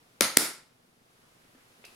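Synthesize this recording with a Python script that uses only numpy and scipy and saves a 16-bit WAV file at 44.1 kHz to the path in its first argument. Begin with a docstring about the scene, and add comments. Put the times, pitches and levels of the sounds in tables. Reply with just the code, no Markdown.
"""Two plastic tube lids are pressed shut by hand, close by in a hard-walled room.
From the start, soft hiss lies over a faint low rumble and hum that throb together.
At 0.21 s one lid snaps, at 0.37 s the other, nearer one: each is a few cracks within about 3 ms, ringing
plastic and a low pop. The walls answer about 11 ms later, as noise that dies away.
From 1.2 s come faint rustles of lumpy noise and a soft pop; at 1.84 s small ticks of handling."""
import sys
import numpy as np
from scipy import signal
from scipy.fft import rfft, irfft
from scipy.io import wavfile
from scipy.ndimage import uniform_filter1d

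SR = 44100
rng = np.random.default_rng(int(sys.argv[2]) if len(sys.argv) > 2 else 0)


def rack_gain(trim_db):
    """Turn a fader trim in dB into the linear factor to multiply a signal by."""
    fader = np.asarray(trim_db, float)
    return 10 ** (fader / 20)


def transcribe(signal):
    """Save signal, clipped to [-1, 1], as a 16-bit WAV file at the path in sys.argv[1]."""
    frames = np.atleast_2d(signal).T
    limited = np.clip(frames, -1, 1)
    pcm = np.round(limited * 32767).astype(np.int16)
    wavfile.write(sys.argv[1], SR, pcm)


N = 85995


def evened(x):
    """Scales a sound to an rms of 1."""
    return x / np.sqrt(np.mean(x ** 2) + 1e-20)


def read(points, hz):
    """Reads a table between its points, along a logarithmic pitch scale."""
    f, value = np.transpose(points)
    return np.interp(np.log(hz + 1), np.log(f + 1), value)


def add(mix, start_s, sound):
    """Adds a sound at its start time, cutting what runs past the end."""
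    part = mix[:, round(start_s * SR):][:, :sound.shape[-1]]
    part += sound[..., :part.shape[1]]


def noise(length, colour, likeness):
    """Two channels of coloured noise; likeness 1 is the same left and right, 0 unrelated, -1 opposite."""
    hz = np.fft.rfftfreq(length, 1 / SR)
    a, b = rfft(rng.standard_normal((2, length)))
    same = np.clip(read(likeness, hz), -1, 1)
    right = same * a + np.sqrt(1 - same ** 2) * b
    pair = np.array([a, right]) * rack_gain(read(colour, hz))
    return evened(irfft(pair, length))


# How alike left and right are in the hiss and the rumble: pitch_hz, likeness
BACKGROUND_LIKENESS = [(60, 0.82), (180, 0.83), (550, 0.04), (1650, -0.4), (4970, 0.05), (15000, 0.79)]
# Colour of the hiss, as relative level per Hz: pitch_hz, level_db
HISS_COLOUR = [(20, -3.5), (45, -6), (80, -7.5), (120, -2.5), (200, -5), (400, -3), (600, -4.5), (1200, -4),
               (2400, -7.5), (5000, -11.5), (7800, -16), (10200, -14), (13000, -20), (16000, -27)]
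# Slow rise and fall of the hiss around its level: time_s, change_db
HISS_LEVEL_CHANGES = [(0, -2.5), (.2, -2), (.75, -5.5), (1.0, -5.5), (1.2, -2), (1.3, -1.56), (1.55, -1.04),
                      (1.8, 0.5), (1.95, 4)]
HISS_DB = -61.5


def hiss():
    """Steady coloured noise whose level sinks and swells slowly."""
    t = np.arange(N) / SR
    level_db = HISS_DB + np.interp(t, *np.transpose(HISS_LEVEL_CHANGES))
    return rack_gain(level_db) * noise(N + 1, HISS_COLOUR, BACKGROUND_LIKENESS)[:, :N]


THROB_HZ, THROB_PEAK_S = 23.1, 0.889  # one of the peaks falls at this time


def throb():
    """A slow cosine between -1 and 1 that sways the rumble and the hum together."""
    t = np.arange(N) / SR
    return np.cos(2 * np.pi * THROB_HZ * (t - THROB_PEAK_S))


# Colour of the rumble, as relative level per Hz: pitch_hz, level_db
RUMBLE_COLOUR = [(30, -19.5), (70, -18), (120, -2), (170, -2), (250, -3.5), (400, -6.5), (700, -9),
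                 (1500, -22), (3000, -49.5)]
RUMBLE_DB, RUMBLE_SWING_DB = -70.5, 13  # overall rms; swing from trough to peak


def rumble():
    """Low noise that grows louder and softer with the throb."""
    low_noise = noise(N + 1, RUMBLE_COLOUR, BACKGROUND_LIKENESS)[:, :N]
    return rack_gain(RUMBLE_DB) * evened(rack_gain(RUMBLE_SWING_DB * throb() / 2) * low_noise)


# Steady tones of the hum, with rms level before the throb: pitch_hz, level_db
HUM_TONES = [(120, -81), (167, -79.5), (240, -79), (360, -87), (480, -85)]
HUM_THROB = 0.46  # share by which the throb raises and lowers the hum


def hum():
    """A few steady sine tones, the same in both channels, swayed by the throb."""
    t = np.arange(N) / SR
    tones = np.zeros(N)
    for hz, db in HUM_TONES:
        # sqrt(2) turns an rms level into a peak height
        tones += rack_gain(db) * np.sqrt(2) * np.sin(2 * np.pi * (hz * t + rng.random()))
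    return tones * (1 + HUM_THROB * throb())


# Cracks of the catches slipping home, and later small ticks. The pan raises the left
# channel and lowers the right by the same amount: start_s, level_db, pitch_hz, pan_left_db
CATCH_CRACKS = [(0.2077, -29, 5500, 0), (0.2087, -5, 4970, 3.5), (.2086, -6, 9600, 2),
                (0.2077, -17, 12500, 1), (.2095, -12.5, 6170, 5), (0.2102, -7.5, 4250, 5),
                (.2110, -13.5, 2300, 0.5), (0.369, -35, 4960, 0.5), (.3690, -17, 9640, -0.5),
                (0.3702, -3.5, 4510, -4.5), (0.3713, -5, 8600, 0.5), (.3714, 1, 5600, 1.5),
                (.3718, 4, 9800, 2.5), (0.3723, -4, 4700, -4), (1.8392, -64, 4000, 2.5),
                (1.852, -40.5, 4600, 6), (1.8534, -39.5, 9660, 1), (1.8555, -46, 6000, -3),
                (1.8580, -48, 2600, 2), (1.8680, -50, 10580, 0)]
CRACK_CYCLES = 3.5  # cycles of ringing until it is 20 dB down
GRIT_DB, GRIT_S = -4.5, 0.0006  # noisy edge: level against the ring, fade time


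def cracks():
    """Each catch gives a very short ring with a gritty burst of noise on its front edge."""
    t, sounds = np.arange(8192) / SR, []
    for start_s, db, hz, pan_db in CATCH_CRACKS:
        ring = np.sin(2 * np.pi * hz * t) * 10 ** (-t * hz / CRACK_CYCLES)
        edge = rng.standard_normal((2, 400))
        mixed_edge = edge[0] + 0.54 * edge  # partly shared by the two channels
        grit = rack_gain(GRIT_DB) * mixed_edge * np.exp(-t[:400] / GRIT_S)
        crack = ring + np.pad(grit, ((0, 0), (0, len(t) - 400)))
        sounds.append((start_s, rack_gain(db + np.array([[pan_db], [-pan_db]])) * crack))
    return sounds


SAG_S = 0.0009  # time constant of the falling pitch


def fading_tones(table, sag):
    """Decaying sines, alike left and right, whose pitch falls by the share sag."""
    t, sounds = np.arange(8192) / SR, []
    for start_s, db, hz, t60_s in table:
        pitch_hz = hz * (1 - sag + sag * np.exp(-t / SAG_S))
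        fade = rack_gain(-60 * t / t60_s)
        tone = -rack_gain(db) * fade * np.sin(2 * np.pi * np.cumsum(pitch_hz) / SR)
        sounds.append((start_s, np.array([tone, tone])))
    return sounds


# Longer rings of the tube and cap walls; t60 is the time to fade by 60 dB:
# start_s, level_db, pitch_hz, t60_s
WALL_RINGS = [(.2088, -21, 554, 0.034), (.2085, -17.5, 1330, 0.025), (.2095, -19.5, 2090, 0.019),
              (.3705, -14.5, 2056, .01), (0.3714, -17, 1380, 0.014), (.3722, -20, 8050, 0.021),
              (1.8410, -51, 2480, 0.025), (1.8510, -45, 2580, 0.026), (1.857, -49.5, 2650, .04)]


def rings():
    """The plastic walls ring on at a steady pitch."""
    return fading_tones(WALL_RINGS, 0)


# Low pops of air and tube body: start_s, level_db, start_pitch_hz, t60_s
AIR_POPS = [(0.2108, -18, 570, .026), (0.3722, -5.5, 619, 0.016), (1.5490, -50, 634, 0.071),
            (1.8415, -42.5, 900, .012)]
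POP_SAG = 0.62  # share by which the pitch falls


def pops():
    """Air and tube body sound a low tone that drops quickly in pitch and dies away."""
    return fading_tones(AIR_POPS, POP_SAG)


LOW_CUT_HZ, HIGH_CUT_HZ = 125, 12500


def lid_sounds():
    """Every crack, ring and pop, thinned below 125 Hz and dulled above 12.5 kHz."""
    low_cut = signal.butter(3, LOW_CUT_HZ, "high", fs=SR, output="sos")
    high_cut = signal.butter(3, HIGH_CUT_HZ, fs=SR, output="sos")
    band_limits = np.vstack([low_cut, high_cut])
    return [(start_s, signal.sosfilt(band_limits, x)) for start_s, x in cracks() + rings() + pops()]


# Time for the room to fade by 60 dB: pitch_hz, t60_s
ROOM_FADE = [(100, 0.22), (250, 0.33), (700, .4), (2000, 0.4), (5000, 0.36), (9000, 0.32), (12000, 0.28),
             (15000, .25)]
# Colour of the room's answer, as relative level: pitch_hz, level_db
ROOM_TINT = [(100, 0), (250, -7.5), (600, -4.5), (1100, -0.5), (1400, 1.5), (2100, 2), (3000, -1.5),
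             (4800, 1), (6500, 2), (7800, -3), (10000, 2), (12500, 0.5), (15500, 1)]
# How alike left and right are in the room and the rustles: pitch_hz, likeness
ROOM_LIKENESS = [(60, 0.9), (180, 1), (350, 0.97), (550, 1), (1650, 0.29), (4970, 0.38), (15000, 0.85)]
ROOM_DB = -4.5  # level of the whole answer for an echo pattern of unit energy in the left channel
WALL_S, WALL_SPREAD_S, WALL_DB = 0.0112, 0.0029, 4.48  # first wall: delay, spread, peak against the tail
BUILD_S, NEAR_DB = 0.0055, -7  # build-up time of the tail; scatter before the wall, against the tail


def room(x):
    """A little scatter, the first wall, then a dense tail dying band by band; a new path for each sound."""
    hz, t, z = signal.stft(noise(32768, ROOM_TINT, ROOM_LIKENESS), SR, nperseg=256)
    fading = z * rack_gain(-60 * t / read(ROOM_FADE, hz)[:, None])
    tail = signal.istft(fading, SR, nperseg=256)[1]
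    late = np.arange(tail.shape[1]) / SR - WALL_S
    scatter = rack_gain(NEAR_DB) * (late > 0.002 - WALL_S)  # silent for the first 2 ms
    wall = rack_gain(WALL_DB) * np.exp(-abs(late) / WALL_SPREAD_S)
    build_up = 1 - np.exp(-abs(late) / BUILD_S)
    tail = tail * np.where(late < 0, scatter, build_up + wall)
    echoes = tail / np.linalg.norm(tail[0])
    return rack_gain(ROOM_DB) * signal.fftconvolve(x.mean(0)[None], echoes, axes=1)


# Soft rustles of hands and sleeves: start_s, length_s, level_db, centre_pitch_hz
HAND_RUSTLES = [(1.21, .08, -70, 1300), (1.401, 0.15, -74, 1680), (1.546, .12, -70.5, 1696),
                (1.84, .012, -53.5, 2450), (1.848, 0.017, -52.5, 4510), (1.858, 0.063, -64, 2934)]
BAND_STEP_OCTAVES, LUMPS_DB = 0.49, 3  # the band is 6 dB down one step from its centre; rms of the lumps


def rustles():
    """Hands and sleeves: noise around one pitch, uneven in level, under a soft swell."""
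    out = np.zeros((2, N))
    for start_s, length_s, db, hz in HAND_RUSTLES:
        band = [(hz * 2 ** (k * BAND_STEP_OCTAVES), -6 * k * k) for k in range(-3, 4)]
        hush = noise(8192, band, ROOM_LIKENESS)
        lumps = evened(uniform_filter1d(rng.standard_normal(8192), 300))
        progress = np.minimum(np.arange(8192) / SR / length_s, 1)
        swell = np.sin(np.pi * np.sqrt(progress))  # peaks a quarter of the way through
        add(out, start_s, rack_gain(db + LUMPS_DB * lumps) * swell * hush)
    return out


NEAR_LID_S, FAR_ROOM_DB = (0.3, 1), 3  # span of the nearer lid; extra room level outside it


def scene():
    """Background and rustles, with each lid sound heard directly and through the room."""
    mix = hiss() + rumble() + hum() + rustles()
    for start_s, sound in lid_sounds():
        far = not NEAR_LID_S[0] < start_s < NEAR_LID_S[1]
        add(mix, start_s, sound)
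        add(mix, start_s, rack_gain(FAR_ROOM_DB * far) * room(sound))
    return mix


def roll_off(x):
    """The treble ends steeply here."""
    return signal.sosfilt(signal.butter(12, 16380, fs=SR, output="sos"), x)


KNEE_DB, SLOPE, RECOVER_DB_PER_S = -13.5, 0.73, 130.5  # slope: dB turned down per dB over the knee


def record(dry):
    """A limiter turns loud moments down slightly late and recovers fast; peaks clip at full scale."""
    power = uniform_filter1d((dry ** 2).mean(0), 130, origin=64)  # looks back about 3 ms
    power_db = 10 * np.log10(abs(power) + 1e-12)
    fall = np.arange(N) * RECOVER_DB_PER_S / SR
    held_db = np.maximum.accumulate(power_db + fall) - fall  # rises at once, falls steadily
    over_db = np.maximum(held_db - KNEE_DB, 0)
    ducked = dry / rack_gain(SLOPE * uniform_filter1d(over_db, 130, origin=64))
    finished = np.clip(ducked, -1, 1)
    return roll_off(finished)


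dry = scene()
out = record(dry)
transcribe(out)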